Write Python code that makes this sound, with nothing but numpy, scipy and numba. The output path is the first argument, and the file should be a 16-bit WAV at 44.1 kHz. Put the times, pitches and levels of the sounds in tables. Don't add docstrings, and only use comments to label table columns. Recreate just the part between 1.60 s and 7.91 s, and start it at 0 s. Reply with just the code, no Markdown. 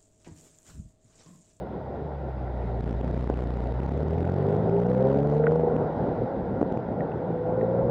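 import sys
import numpy as np
from scipy import signal
from scipy.fft import rfft, irfft, next_fast_len
from scipy.io import wavfile
from scipy.ndimage import uniform_filter1d, map_coordinates
from numba import njit

SR = 44100
rng = np.random.default_rng(int(sys.argv[2]) if len(sys.argv) > 2 else 0)


def store_pcm(level_fs):
    pcm = np.round(np.clip(level_fs, -1, 1) * 32767).astype(np.int16)
    wavfile.write(sys.argv[1], SR, np.atleast_2d(pcm).T)


N = 278094

# (relative, per Hz)
BUFFET_SPECTRUM = [(25, -28), (45, -8), (80, -4), (120, 0), (200, 0.5), (330, -8.5), (520, -3.5),
                   (800, -56.5), (2000, -120)]
ROAR_SPECTRUM = [(150, -47.5), (250, -7.5), (372, -3), (581, -2.5), (775, -4.5), (930, -10), (1000, -15.5),
                 (1250, -25), (1390, -18.5), (1800, -32.5), (2340, -43), (3960, -120)]
HISS_SPECTRUM = [(700, -31), (1250, -9.5), (1380, -1.5), (1600, -12), (1900, -1), (2300, -13),
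                 (3000, -16.5), (3800, -15.5), (4300, -23), (4900, -22), (5600, -30.5), (8000, -39.5),
                 (13000, -53)]
# centre_s, half_width_s, peak_db
GUSTS = [(1.36, .2, -38.5), (2.46, .15, -40), (3.1, .25, -36.5), (3.64, .1, -37.5), (4.41, .13, -32),
         (5.1, .1, -33.5), (6.28, .15, -35.5)]
# centre_s, half_width_s, roar_db, tyre_hiss_db
PASSING_CARS = [(1.1, 0.14, -44, -61), (1.55, 0.14, -55, -58.5), (2.2, 0.31, -48, -58.5),
                (2.95, 0.26, -36.5, -58), (3.51, .12, -35, -62), (4.349, .25, -37, -60.5),
                (6.3, 0.16, -37, -71)]
ROLL_S, CRUISE_S = 2.2, 4.3
CALM_DB, WIND_DB = -42, -37
TRAFFIC_DB, ROAD_DB = -42.5, -37.5
SPRAY_DB = -62

# start_s, peak_db, pitch_hz, direction (sign)
BUMPS = [(1.6995, -11, 420, -1), (4.164, -18.5, 260.5, -1), (5.0125, -18, 300.4, 1),
         (5.0148, -8, 400.5, -1), (5.0222, -19, 297, 1), (5.028, -7.5, 430, -1), (5.1225, -21, 233, -1),
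         (5.173, -20, 330, -1)]
# start_s, peak_db, favoured_hz
TICKS = [(0.8781, -43, 1537), (1.7008, -35.5, 1456), (2.6442, -37.5, 1427), (2.6908, -37.5, 1448),
         (3.839, -32, 1440), (3.8684, -19.5, 1460), (5.406, -35.5, 1818), (5.518, -40, 2400),
         (6.012, -38, 1950)]
# pitch_hz, level_db, t60_s
HOUSING_MODES = [(1463, 1.8, 0.015), (1861, 0.8, 0.026), (2650, -5, 0.022), (3500, 4.5, .008)]
FAVOUR_DB = 36.5

# time_s, firing_hz, load_db, half_orders_over_load_db, upper_orders_db
ENGINE_GEARS = [
    [(0.0, 61.1, -44, -17, -49), (0.17, 64.4, -46.5, -16, -58), (0.45, 72.6, -39.5, -17, -50),
     (0.74, 63.7, -35, -17, -51), (1.21, 57.5, -29.5, -15, -40.5), (1.57, 61.49, -28.5, -13, -42),
     (2.1, 59.65, -29, -17.5, -43.5), (2.31, 69.42, -28.5, -13, -40.5), (2.67, 87.8, -28.5, -5.5, -33.5),
     (2.89, 100.2, -30.5, -2.5, -29.5), (3.21, 117.7, -30.5, 3, -30.5), (3.57, 139.7, -29, 2.5, -28.5),
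     (3.99, 161.3, -29.5, 0, -25), (4.11, 158.8, -32.5, -1, -29), (4.3, 156.5, -38.5, -6.5, -45.5),
     (4.5, 159, -42.5, 3, -43)],
    [(5.2, 117, -45.5, 2, -52), (5.526, 104.3, -49.5, 8.5, -43.5), (5.62, 109, -46.5, 10, -43),
     (5.792, 109.8, -46, 6.5, -36.5), (5.998, 113.7, -35, -1, -31.5), (6.27, 121.6, -29.5, -5.5, -31.5)],
]
# order (multiple of firing rate), first_gear_db, second_gear_db
LOW_ORDERS = [(.5, -13, -16.5), (1, 0, -2.1), (1.5, 0.24, -0.7), (2, -6, 2)]
UPPER_ORDERS = [(2.5, -14, -13), (3, -8, -1.5), (3.5, -11, -22), (4, -4, -3.5), (4.5, -9, 2),
                (5, -8.5, -12), (5.5, -11, -9), (6, -12.5, -9), (7, -13.5, -12.5)]
# pitch_hz, level_db
BOOM_COLOUR = [(30, -8), (50, -1), (60, 0.35), (120, -1), (148, 4), (162, 0.34), (185, 0.66), (225, -8.5),
               (255, -10.5), (277, 7), (305, -8)]
PIPE_COLOUR = [(100, -8.5), (180, 0), (250, -15), (350, -11), (398, 5), (440, -3.5), (500, 1.5), (560, -1),
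               (610, -10), (900, -14.5), (1300, -30)]
# order, firing_hz, half_width_hz, level_db
BLOOMS = [(5.5, 71, 4, 9.5), (5, 79, 4, 8), (4, 97, 6.6, 2.5), (3.5, 116, 7.8, 12.5), (4, 130, 11, 8),
          (3, 149, 18, 13.5), (3.5, 160, 9, -9.5)]
THROB_STARTS = (3.918, 6.136)
# time_s, depth_db
THROB_DEPTH = [(0, 0.5), (3.2, 4), (3.8, 16.5), (4.2, 16.5), (5.2, 2.5), (5.9, 5.5), (6.1, 12)]
FIRINGS_PER_THROB = 6.2
SECOND_GEAR_S = 5

# pitch_hz, level_db (rms)
WHINE = [(9001, -102), (10497, -107), (11999, -90.5), (13501, -104)]
CUT_HZ, TOP_HZ = 400, 14000


def amp(db):
    return 10 ** (np.asarray(db) / 20)


def unit(x):
    return x / np.sqrt(np.mean(x ** 2) + 1e-20)


def along(points, hz):
    f, v = np.transpose(points)
    return np.interp(np.log(hz + 1), np.log(f + 1), v)


def curves(rows):
    s, *cols = np.transpose(rows)
    return [np.interp(np.arange(N) / SR, s, c) for c in cols]


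def wobble(rate):
    knots = rng.standard_normal(int(N * rate / SR) + 4)
    return map_coordinates(knots, [np.arange(N) * rate / SR])


def filtered(x, response):
    m = next_fast_len(N + SR // 2)
    return irfft(rfft(x, m) * response(np.fft.rfftfreq(m, 1 / SR)), m)[..., :N]


def rush(spectrum, patchy_db):
    z = signal.stft(rng.standard_normal(N), nperseg=512)[2]
    field = uniform_filter1d(rng.standard_normal(z.shape), size=6, axis=0)
    field = uniform_filter1d(field, size=8, axis=1)
    noise = signal.istft(z * amp(patchy_db * unit(field)), nperseg=512)[1][:N]
    return unit(filtered(noise, lambda hz: amp(along(spectrum, hz))))


def swells(rows, floor_db):
    t = np.arange(N) / SR
    passes = sum(amp(db) ** 2 / (1 + ((t - s) / width) ** 2) for s, width, db in rows)
    return 20 * np.log10(np.sqrt(amp(floor_db) ** 2 + passes))


def street():
    speed, = curves([(ROLL_S, 0), (CRUISE_S, 1)])
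    buffet_db = swells(GUSTS, CALM_DB + (WIND_DB - CALM_DB) * speed)
    roar_db = swells([car[:3] for car in PASSING_CARS], TRAFFIC_DB + (ROAD_DB - TRAFFIC_DB) * speed)
    hiss_db = swells([(s, width, db) for s, width, _, db in PASSING_CARS], SPRAY_DB)
    lumps = amp(2.5 * wobble(16))
    buffet = amp(buffet_db + 3) * unit(lumps * rush(BUFFET_SPECTRUM, patchy_db=0.5))
    roar = amp(roar_db + 3.5 + 0.7 * wobble(9)) * rush(ROAR_SPECTRUM, patchy_db=1.5)
    return buffet + roar + amp(hiss_db) * rush(HISS_SPECTRUM, patchy_db=1.5)


def bumps():
    t60, attack = 0.017, 0.0007
    out, t = np.zeros(N + SR), np.arange(SR // 20) / SR
    for s, db, hz, direction in BUMPS:
        ring = np.sin(2 * np.pi * hz * t) * amp(-60 * t / t60)
        ring += .4 * np.sin(2 * np.pi * 0.725 * hz * t) * amp(-35 * t / t60)
        onset = 1 - np.exp(-(t / attack) ** 2)
        out[round(s * SR):][:len(t)] += np.sign(direction) * amp(db + 6) * ring * onset
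    return out[:N]


def ticks():
    out, t = np.zeros(N + SR), np.arange(SR // 20) / SR
    onset = 1 - np.exp(-(t / 0.00048) ** 2)
    for s, db, favoured in TICKS:
        ring = 0
        for hz, level, t60 in HOUSING_MODES:
            mode_db = level - FAVOUR_DB * abs(np.log2(hz / favoured))
            ring = ring + amp(mode_db - 60 * t / t60) * np.sin(2 * np.pi * hz * t)
        out[round(s * SR):][:len(t)] += amp(db + 5) * ring * onset
    return out[:N]


def in_gear(first, second):
    return np.where(np.arange(N) < SECOND_GEAR_S * SR, first, second)


def coast(row, s):
    return s, row[1], row[2] - 15, row[3], row[4] - 15


def throb_gain(turn):
    start = in_gear(*turn[np.round(np.array(THROB_STARTS) * SR).astype(int)])
    since = (turn - start) / (FIRINGS_PER_THROB * 2 * np.pi) % 1
    depth_db, = curves(THROB_DEPTH)
    throb = amp(depth_db * (.4 - since))
    return uniform_filter1d(uniform_filter1d(throb, size=120), size=120)


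def bloom(order, firing_hz):
    return sum(db * np.exp(-((firing_hz - at_hz) / width) ** 2)
               for k, at_hz, width, db in BLOOMS if abs(k - order) < .25)


def engine():
    first_gear, second_gear = ENGINE_GEARS
    shift = [coast(first_gear[-1], 4.6), coast(second_gear[0], 5.1)]
    hz, load, half, upper = curves([*first_gear, *shift, *second_gear])
    turn = 2 * np.pi * np.cumsum(hz) / SR
    throb = throb_gain(turn)
    lead = 0.98
    boom = 0
    for k, *gear_db in LOW_ORDERS:
        db = load + in_gear(*gear_db) + half * (k % 1 > 0) + along(BOOM_COLOUR, k * hz)
        boom = boom + amp(db + 1 + .6 * wobble(14)) * np.cos(k * turn + lead + 0.12 * wobble(20))
    rasp = 0
    for k, *gear_db in UPPER_ORDERS:
        db = upper + in_gear(*gear_db) + bloom(k, hz) + along(PIPE_COLOUR, k * hz)
        phase = k * turn + .3 * wobble(22) + rng.uniform(0, 6)
        rasp = rasp + amp(db + 1.1 * wobble(18)) * np.cos(phase)
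    return np.sqrt(2) * (boom + throb * rasp)


def scene():
    sound = street() + bumps() + ticks() + engine()
    return filtered(sound, lambda hz: (1j * hz + CUT_HZ) / (1j * hz + 25))[None]


@njit
def ducking(x, top, release_at, step, fall_wait, rise_wait, uneven):
    gain, aim, falling, wait = np.empty(len(x)), 1., False, 0.
    for i in range(len(x)):
        out = abs(x[i]) * aim
        if out > top and not falling:
            falling, wait = True, 0.
        wait -= 1
        if wait <= 0:
            falling = falling and out > release_at
            aim = aim * step if falling else min(aim / step, 1.)
            wait = (fall_wait if falling else rise_wait) * uneven[i]
        gain[i] = aim
    return gain


def record(dry):
    uneven = amp(5 * rng.standard_normal(N))
    steps = ducking(dry[0], top=.46, release_at=.15, step=amp(-1.5),
                    fall_wait=.0002 * SR, rise_wait=.002 * SR, uneven=uneven)
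    gain = 1 + filtered(steps - 1, lambda hz: 1 / (1 + 1j * hz / 750) / (1 + 1j * hz / 5600))
    thin = filtered(dry * gain, lambda hz: 1j * hz / (1j * hz + CUT_HZ) * (1j * hz / (1j * hz + 14)) ** 2)
    t = np.arange(N) / SR
    whine = sum(amp(db) * np.sqrt(2) * np.sin(2 * np.pi * hz * t) for hz, db in WHINE)
    return filtered(thin + whine, lambda hz: hz < TOP_HZ)


dry = scene()
out = record(dry)
store_pcm(out)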